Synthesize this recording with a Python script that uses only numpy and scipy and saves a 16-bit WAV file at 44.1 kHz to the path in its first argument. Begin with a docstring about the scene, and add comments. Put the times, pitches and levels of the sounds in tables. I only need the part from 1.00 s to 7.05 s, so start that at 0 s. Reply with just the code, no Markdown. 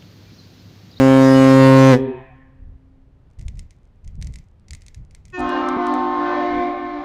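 """A freighter's deep horn, already sounding in a harbour canal, overloads the microphone, stops and echoes.
Gusts buffet the microphone and flick spray at it over the wash of the water; then a lift bridge answers
with a chord of higher air horns, which is spliced once with a short click and a low thump. Horn tones are
sums of wavering partials, echoes are convolutions with sparse or narrow-band returns, wind and water are
shaped noise, and drops are ticks through a resonant body."""
import sys
import numpy as np
from scipy import signal
from scipy.fft import rfft, irfft
from scipy.io import wavfile
from scipy.ndimage import uniform_filter1d

SR = 44100
rng = np.random.default_rng(int(sys.argv[2]) if len(sys.argv) > 2 else 0)


def waveform_to_disk(signal):
    """Save audio, clipped to [-1, 1], as 16-bit WAV at the path in sys.argv[1]."""
    frames = np.transpose(np.atleast_2d(signal))
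    scaled = np.clip(frames, -1, 1) * 32767
    samples = np.round(scaled).astype(np.int16)
    wavfile.write(sys.argv[1], SR, samples)


N = 266628
T = np.arange(N) / SR


def amp(db):
    """Logarithmic level: decibels to amplitude gain."""
    return 10 ** (np.asarray(db) / 20)


def evened(x):
    """Normalisation by mean power: scaled to rms 1."""
    return x / np.sqrt(np.mean(x ** 2) + 1e-20)


def steady(x, size):
    """Envelope division: takes the slow swings out of a sound, leaving rms near 1."""
    local_power = uniform_filter1d(x ** 2, size)
    return x / np.sqrt(local_power + np.mean(x ** 2) / 20)


def read(points, hz):
    """Log-frequency interpolation: a spectrum's value at hz."""
    f, value = np.transpose(points)
    return np.interp(np.log(hz + 1), np.log(f + 1), value)


def curves(rows, t=T):
    """Linear interpolation in time: the columns of a time table at the times t."""
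    s, *columns = np.transpose(rows)
    return [np.interp(t, s, column) for column in columns]


def noise(colour, size=N):
    """Spectral shaping: white noise filtered to the given spectrum, at rms 1."""
    spectrum = rfft(rng.standard_normal(size))
    gain = amp(read(colour, np.fft.rfftfreq(size, 1 / SR)))
    return evened(irfft(spectrum * gain, size))


def drift(rate, t=T):
    """Low-pass random modulation: slow chance of rms 1, up to about rate swings a second."""
    grid = np.linspace(-2, 8, 2048)
    hz = np.fft.rfftfreq(len(grid), grid[1] - grid[0])
    spectrum = rfft(rng.standard_normal(len(grid))) / (1 + (hz / rate) ** 4)
    return np.interp(t, grid, evened(irfft(spectrum)))


def partial_db(partials, top, k, hz):
    """Harmonic spectrum: partial k is listed if low, and read from the overtone envelope above."""
    return partials[k - 1] if k <= len(partials) else read(top, k * hz)


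def harbour(x, colour, t60, delay):
    """Diffuse reverberation: sparse taps of random sign, each band decaying at its own rate."""
    taps = rng.choice([-1., 1.], 2 * SR) * (rng.random(2 * SR) < .1)
    hz, t, bands = signal.stft(taps, SR, nperseg=1024)
    bands = bands * amp(-60 * t / read(t60, hz)[:, None])
    tail = signal.istft(bands * amp(read(colour, hz))[:, None], SR, nperseg=1024)[1]
    tail = tail / np.linalg.norm(taps[:SR // 20])
    tail = np.r_[np.zeros(int(delay * SR)), tail]
    return signal.fftconvolve(x, tail)[:len(x)]


# ship's horn: a steady note that swells a little until the valve shuts
SHIP_HZ, SHUT_S, SWELL_DB_PER_S = 133, 0.9058, 2.5
# as the pressure falls the pitch sags, the overtones flare once and dull, and the note dies
SAG_HZ, SAG_S, FLARE_DB, FLARE_S, DULL_DB_PER_S = 10, 0.0274, 9, 0.037, 58
RELEASE_DB_PER_S, RELEASE_KNEE_S = 354.5, 0.037


def valve(t):
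    """Pressure release: pitch, level and overtone boost under steady air, then as the valve shuts."""
    shut = np.maximum(t - SHUT_S, 0)
    swell = SWELL_DB_PER_S * np.clip(t, 0, SHUT_S)
    hz = SHIP_HZ - SAG_HZ * (1 - np.exp(-(shut / SAG_S) ** 2))
    db = swell - RELEASE_DB_PER_S * shut ** 2 / (shut + RELEASE_KNEE_S)
    flare = FLARE_DB * np.exp(-(2 * (shut / FLARE_S - 1)) ** 2)
    return hz, db, swell + flare - DULL_DB_PER_S * shut


# first eight partials early and late in the blast, as wind bends the path: one relative level [dB] each
SHIP_EARLY_PARTIALS = [-9, -.5, -12, -6, -16, -18, -21.5, -20]
SHIP_LATE_PARTIALS = [-4, -0.5, -9, -3.5, -20, -18, -20.5, -22.5]
# overtone envelope above them: (frequency [Hz], relative level [dB])
SHIP_OVERTONES = [(1200, -35.5), (1500, -38), (1800, -32.5), (2200, -38), (3000, -44), (4200, -44.5),
                  (7000, -52.5), (16000, -75)]
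# distinct returns from the canal wall, buildings and hills:
# (delay [s], level [dB], lowest frequency [Hz], highest frequency [Hz])
DISTINCT_RETURNS = [(.13, -16, 70, 450), (.188, -10.5, 365.6, 440), (.25, -19, 870, 1000),
                    (.37, -21.5, 673, 747.6), (.17, -16, 2380, 2620), (.39, -17, 2380, 2580),
                    (.48, -28, 1740, 1920), (1.28, -56.5, 220, 420)]
# diffuse harbour echo: (frequency [Hz], relative level [dB])
ECHO_COLOUR = [(250, -9.5), (520, -18), (700, -0.5), (1000, 0), (1500, -7), (1850, 1.5), (2150, -9.5),
               (2500, 7), (2850, -0.5), (3500, -2.5), (7000, -30.5)]
# its reverberation time: (frequency [Hz], time to fall 60 dB [s])
ECHO_DECAY = [(130, 1.2), (700, .8), (1400, 1.4), (2450, 1.3), (7000, 0.18)]


def ship_horn(level_db=-6, overtone_db=1.0, echo_db=-20, blur_db=-7, far_db=-50, far_t60=3.5):
    """Periodic flow modulation: a diaphragm chops air into a long bell, and the harbour echoes it."""
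    jitter, flutter, hiss_db, waver_db = .0013, .25, -28, 4.6
    t = np.arange(-SR, N) / SR  # begins a second early, so the harbour is already full of echo
    u = t[t < SHUT_S + .25]
    hz, db, bright_db = valve(u)
    phase = 2 * np.pi * np.cumsum(hz * (1 + jitter * drift(55, u))) / SR
    late = np.interp(u, [.48, .62], [0, 1])
    tone, waver = np.zeros(len(u)), drift(2, u)
    for k in range(1, 100):
        height = min(k / 10, 1)  # turbulent air disturbs short waves most, and neighbours alike
        waver = (waver + 2 * drift(3 + k / 10, u)) / np.hypot(1, 2)
        early_level = partial_db(SHIP_EARLY_PARTIALS, SHIP_OVERTONES, k, SHIP_HZ)
        late_level = partial_db(SHIP_LATE_PARTIALS, SHIP_OVERTONES, k, SHIP_HZ)
        level = (1 - late) * early_level + late * late_level
        level = level + height * (overtone_db + bright_db) + height ** 2 * waver_db * waver
        wander = height ** 2 * (drift(1.1, u) + flutter * drift(44, u))
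        tone += amp(level) * np.sin(k * phase + wander)
    # air escapes in a puff each cycle
    hiss = noise([(400, -1.5), (1300, -6.5), (2600, -11.5), (7000, -19.0), (16000, -29.0)], len(u))
    tone += amp(hiss_db + bright_db / 2) * hiss * (1 + np.cos(phase) / 2)
    direct = np.pad(tone * amp(db + level_db), (0, len(t) - len(u)))

    returns = np.zeros(len(t))
    for delay, gain_db, lo, hi in DISTINCT_RETURNS:
        band = signal.butter(N=3, Wn=[lo, hi], btype="band", fs=SR, output="sos")
        returns += amp(gain_db) * signal.sosfilt(band, np.interp(t - delay, t, direct))
    # the returns a little blurred; the diffuse echo of nearby buildings; a long hum from the hills
    returns = returns + amp(blur_db) * harbour(returns, [(1, 0.0072)], [(1, 0.34)], delay=0)
    near = harbour(direct, ECHO_COLOUR, ECHO_DECAY, delay=.06)
    far_colour = [(130, -8.0), (270, -0.5), (530, -10), (4000, -21.5)]
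    far = harbour(direct, far_colour, [(1, far_t60)], delay=0.21)
    return (direct + returns + amp(echo_db) * near + amp(far_db) * far)[SR:]


BREEZE_DB, GUST_ATTACK_S, GUST_RELEASE_S = -50, 0.028, 0.027
# gusts on the microphone, over a steady breeze: (start [s], length [s], level [dB])
GUST_TIMES = [(-0.1, 1.13, -41), (1.585, 0.15, -37.5), (2.369, 0.26, -33), (3.02, 0.37, -37),
              (3.156, 0.14, -29.5), (3.681, 0.056, -35.5), (3.746, 0.67, -47.5), (3.949, 0.07, -36),
              (4.375, 0.079, -37), (5.497, 0.086, -38)]


def wind_strength():
    """Addition of powers: each gust rises, holds and dies away on top of the breeze."""
    power = amp(BREEZE_DB) ** 2
    for start, length, db in GUST_TIMES:
        rise = np.clip((T - start) / GUST_ATTACK_S, 0, 1)
        fall = np.exp(-np.maximum(T - start - length, 0) / GUST_RELEASE_S)
        power = power + (amp(db) * rise * fall) ** 2
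    return np.sqrt(power)


# spectrum of the turbulence: (frequency [Hz], relative level [dB])
WIND_COLOUR = [(12, -23), (20, -0.5), (83, -4.5), (171, -16.5), (357, -39), (1000, -54.5), (1600, -100)]
# single low thumps: pushes of air, and the last one the thump of the splice:
# (time [s], peak level [dB], pitch [Hz])
LOW_THUMPS = [(2.463, -19, 52.6), (3.083, -26.5, 50), (3.998, -27, 69), (4.768, -24, 130)]


def wind_and_thumps():
    """Turbulent pressure fluctuation: low noise at the microphone; single low thumps are added to it."""
    out = wind_strength() * steady(noise(WIND_COLOUR), size=4000)
    for s, db, hz in LOW_THUMPS:
        u = 2 * np.pi * hz * (T - s)
        out += amp(db) * u * np.exp((1 - u ** 2) / 2)  # one swing each way, peaking at 1
    return out


# spectrum of the wash: (frequency [Hz], relative level [dB per Hz])
WATER_COLOUR = [(100, -9), (280, -7.5), (600, -14.5), (3000, -31.5), (15000, -55)]


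def water(level_db=-63.5):
    """Broadband noise of many small impacts: choppy water washes along the pier."""
    return amp(level_db + drift(2.3) / 2) * noise(WATER_COLOUR)


# fine spray falls at random over this stretch
SPRAY_FROM_S, SPRAY_TO_S = 2.3, 4.4
# larger drops of spray on the microphone: (time [s], relative level [dB])
LARGE_DROPS = [(2.393, -38), (2.4119, -39), (2.4818, -28), (2.5546, -49), (2.5722, -46), (2.5923, -27),
               (2.707, -39), (3.044, -50), (3.076, -37.5), (3.2137, -35), (3.2244, -23.5), (3.245, -36),
               (3.27, -29.5), (3.338, -34), (3.3572, -29), (3.3857, -37.5), (3.683, -37), (3.707, -23.5),
               (3.7328, -24.5), (3.7487, -28), (3.8087, -49), (3.819, -37), (3.8636, -35), (3.8822, -32),
               (3.9449, -31.5), (4.109, -42.5), (4.148, -32.5), (4.2529, -37.5), (4.2812, -45),
               (4.3006, -43), (4.3926, -30.5), (4.404, -31), (4.4917, -31), (4.6865, -24.5),
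               (4.8673, -26.5), (4.9382, -29)]
# resonance of the body they strike: (frequency [Hz], gain [dB])
BODY_COLOUR = [(1500, -7), (2050, 10), (2900, 1.5), (6500, 8), (9000, 2), (15000, -28.5)]
# spectrum of the soft splash: (frequency [Hz], relative level [dB per Hz])
SPLASH_COLOUR = [(1500, -16), (2050, 2), (2700, -9), (7000, -12), (10000, -26.5)]


def spray(level_db=5, sizzle_db=-17, sizzle_s=0.0025, splash_db=-47, splash_s=0.02,
          fine_db=-45, fine_per_s=22, spread_db=7, full_gust_db=-40):
    """Impulse response: each large drop is a double tick on the microphone body, a sizzle and a splash."""
    t = np.arange(SR // 20) / SR
    # finer drops come with the gusts
    hits = (rng.random(N) < fine_per_s / SR) * amp(fine_db + spread_db * rng.uniform(-1, 1, N))
    hits *= np.minimum(wind_strength() / amp(full_gust_db), 1) * (T > SPRAY_FROM_S) * (T < SPRAY_TO_S)
    wet = np.zeros(N)
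    for s, db in LARGE_DROPS:
        tick = rng.standard_normal(len(t)) * amp(sizzle_db) * np.exp(-t / sizzle_s)
        tick[0] = 1
        tick[rng.integers(2, 20)] += rng.random() - .5  # the second tick colours each drop differently
        part = hits[round((s + .001) * SR):][:len(t)]
        part += amp(db + level_db) * tick[:len(part)]  # a view: this adds into hits
        wet += amp(db) * (T > s) * np.exp(-abs(T - s) / splash_s)
    # minimum-phase response, so the body rings only after each hit
    log_gain = np.log(amp(read(BODY_COLOUR, abs(np.fft.fftfreq(2048, 1 / SR)))))
    body = np.fft.ifft(np.exp(np.conj(signal.hilbert(log_gain)))).real[:1024]
    splash = amp(splash_db) * np.sqrt(wet) * noise(SPLASH_COLOUR)
    return signal.fftconvolve(hits, body)[:N] + splash


# bridge horns, low to high; each reed starts sharp and settles:
# (start [s], pitch [Hz], relative level [dB], swell [dB per s], sharp by [Hz], attack [s])
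BRIDGE_REEDS = [(4.375, 255.0, 1, -1, 2.917, 0.033), (4.39, 291.7, -13, 9, 2, 0.018),
                (4.366, 298.3, -.5, -2, 5.97, 0.017), (4.32, 355.0, -2.5, 3, 12.9, 0.019)]
# overtone envelope they share: (frequency [Hz], relative level [dB])
BRIDGE_OVERTONES = [(1800, -12.5), (2350, -19.5), (2700, -27.5), (3100, -21.5), (4200, -27.5), (4800, -41),
                    (6500, -43.5), (8500, -78)]


def air_horn(row, partials, hunt_hz, t, settle_s=0.0639, blur_s=0.24):
    """Self-sustained reed oscillation: it starts sharp and settles; partials waver over the water."""
    jitter, scatter, waver_db = .0024, .42, 4.4
    start, pitch, db, swell_db_per_s, sharp_hz, attack_s = row
    age = np.maximum(t - start, 0)
    hz = pitch + hunt_hz + sharp_hz * np.exp(-(age / settle_s) ** 2)
    settled = np.tanh(((t - t[0]) / blur_s) ** 2)  # reflections arrive and blur the short waves
    phase = 2 * np.pi * np.cumsum(hz * (1 + jitter * settled * drift(27, t))) / SR
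    tone = np.zeros(len(t))
    for k in range(1, 28):
        level = partial_db(partials, BRIDGE_OVERTONES, k, pitch)
        level = level + waver_db * min(k / 2, 1) * drift(6.05, t)
        blur = scatter * k * pitch / 2000 * settled
        tone += amp(level) * np.sin(k * phase + 2 * np.pi * rng.random() + blur * drift(9.8, t))
    return tone * amp(db + swell_db_per_s * age) * np.minimum(age / attack_s, 1)


# the highest reed's opening bark, strong in odd partials: one level [dB] each, from the first up
BARK_LEVELS = [-31.5, -48, -34.5, -36, -30, -51.5, -32.5, -58, -48]


def bark(age, sharp_hz=15, settle_s=0.06, attack_s=0.028, decay_s=0.14, hiss_db=-56, top_db=-60):
    """Starting transient: the first air through the highest reed gives a sharp, hollow note and a puff."""
    phase = 2 * np.pi * np.cumsum(BRIDGE_REEDS[-1][1] + sharp_hz * np.exp(-age / settle_s)) / SR
    partials = list(BARK_LEVELS) + list(top_db + 2 * rng.standard_normal(10))
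    tone = np.zeros(len(age))
    for k, db in enumerate(partials, 1):
        roughness = (k / 10) ** 2 * drift(80, age) / 2
        tone += amp(db) * np.sin(k * phase + 2 * np.pi * rng.random() + roughness)
    puff = amp(hiss_db) * noise([(6500, 0.5), (8500, -39)], len(age))
    return (tone + puff) * np.minimum(age / attack_s, 1) ** 2 * np.exp(-age / decay_s)


def whistle(t, at_s=4.57, length_s=0.096, level_db=-39):
    """Prominent harmonic: the eighth partial of the highest reed rings out as its pitch settles."""
    hz = 8 * BRIDGE_REEDS[-1][1]
    envelope = amp(level_db) * np.exp(-((t - at_s) / length_s) ** 2)
    return envelope * np.sin(2 * np.pi * hz * t + drift(20, t) / 2)


# first six partials of each bridge horn, in the order of the reeds: one relative level [dB] each
LOW_REED = [-0.5, -8.5, -3, -4.5, -9, -8]
FLAT_REED = [0.5, -3.5, -14, -3, -18.5, -10.5]
MIDDLE_REED = [2.5, -6, -2, -9, -20, -17]
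HIGH_REED = [1, 1, -0.5, -19, -12.5, -13]
# the lowest reed hunts before it finds its note: (time [s], off pitch by [Hz])
LOW_REED_HUNT = [(4.49, -0.5), (4.53, 6.5), (4.77, 5.5), (4.83, -5), (4.94, -0.55), (6.05, 1)]
# spectrum of the rasping air: (frequency [Hz], relative level [dB])
RASP_COLOUR = [(120, 2), (260, -15.5), (1100, -4.5), (2100, -12.5), (2700, -15.5), (4100, -16.5),
               (6800, -35), (8500, -54)]
# the chord as the wind carries it: (time [s], bass level [dB], treble level [dB])
CHORD_LEVELS = [(4.4, -25.5, -41.5), (4.53, -24, -31), (4.78, -24, -43), (4.87, -22.5, -36),
                (5.1, -24, -43), (5.32, -24.5, -31), (5.63, -22, -40), (5.746, -28.5, -44.5),
                (6.04, -31, -45)]
# level of the chord between 440 and 830 Hz: (time [s], level [dB])
THROAT_LEVELS = [(4.75, -29), (4.93, -25.5), (5.05, -31), (5.24, -30), (5.35, -24), (5.66, -26),
                 (5.9, -33.5)]
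# level of the chord around 2.2 kHz: (time [s], level [dB])
BRASS_LEVELS = [(4.5, -49.5), (4.72, -41), (5.05, -48.5), (5.6, -35.5), (5.75, -45), (6.0, -48)]
# how fast the chord's body, blare and treble come in
BODY_ATTACK_S, BLARE_ATTACK_S, EDGE_ATTACK_S = 0.078, 0.11, 0.033
# the blare around 1 kHz follows the bass, and drops as the chord mellows
BLARE_DB, MELLOW_DB, MELLOW_S, MELLOW_OVER_S = -2.5, -6, 5.316, 0.18
# the edge follows the mean of bass and treble; the opening surge of air lifts the rasp
EDGE_DB, SURGE_S = -16, 0.31
RASP_DB, SURGE_RASP_DB, RASP_ATTACK_S = -13, 6.5, .18
# a splice in the sound: the polarity flips with a short click
SPLICE_S, SPLICE_WIDTH_S = 4.771, 0.001


def bridge_horns(echo_db=-15):
    """Superposition: four horns on one air line, with rasp; wind carries the registers unevenly."""
    t = T[T >= min(row[0] for row in BRIDGE_REEDS)]
    age = t - t[0]
    surge = np.exp(-(age / SURGE_S) ** 4)
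    voices = [LOW_REED, FLAT_REED, MIDDLE_REED, HIGH_REED]
    hunts = [curves(LOW_REED_HUNT, t)[0], 0, 0, 0]
    reeds = zip(BRIDGE_REEDS, voices, hunts)
    chord = evened(sum(air_horn(row, partials, hunt, t) for row, partials, hunt in reeds))
    rasp_gain = amp(RASP_DB + SURGE_RASP_DB * surge) * np.minimum(age / RASP_ATTACK_S, 1) ** 2
    chord += rasp_gain * noise(RASP_COLOUR)[:len(t)]

    bass, treble = curves(CHORD_LEVELS, t)
    throat, brass = curves(THROAT_LEVELS, t)[0], curves(BRASS_LEVELS, t)[0]
    blare = bass + BLARE_DB + MELLOW_DB * np.clip((t - MELLOW_S) / MELLOW_OVER_S, 0, 1)
    edge = (bass + treble) / 2 + EDGE_DB
    registers = [(bass, BODY_ATTACK_S), (throat, BODY_ATTACK_S), (blare, BLARE_ATTACK_S),
                 (treble, EDGE_ATTACK_S), (brass, BLARE_ATTACK_S), (edge, EDGE_ATTACK_S)]
    # lower limit of each register [Hz]; anything below the first is left out
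    band = np.digitize(np.fft.rfftfreq(len(t), 1 / SR), [170, 440, 830, 1460, 1950, 2420]) - 1
    spectrum = rfft(chord)
    carried = np.zeros(len(t))
    for k, (db, attack_s) in enumerate(registers):
        register = steady(irfft(spectrum * (band == k), len(t)), size=6000)
        carried += amp(db) * np.minimum(age / attack_s, 1) ** 2 * register
    direct = np.pad(carried + bark(age) + whistle(t), (N - len(t), 0))
    heard = direct + amp(echo_db) * harbour(direct, [(1, 3)], ECHO_DECAY, delay=0.058)
    return heard * np.tanh((T - SPLICE_S) / SPLICE_WIDTH_S)


def scene():
    """Linear superposition: both horns, wind, thumps, water and spray at one microphone."""
    return (ship_horn() + bridge_horns() + wind_and_thumps() + water() + spray())[None]


def record(dry, ceiling=0.67, knee=6, edge_hz=15650):
    """Saturation: the microphone flattens the crests of the ship's horn; then a low-pass band limit."""
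    clipped = dry / (1 + abs(dry / ceiling) ** knee) ** (1 / knee)
    low_pass = signal.firwin(511, edge_hz, window=("kaiser", 9), fs=SR)
    return signal.oaconvolve(clipped, low_pass[None], "same")


dry = scene()
out = record(dry)
waveform_to_disk(out)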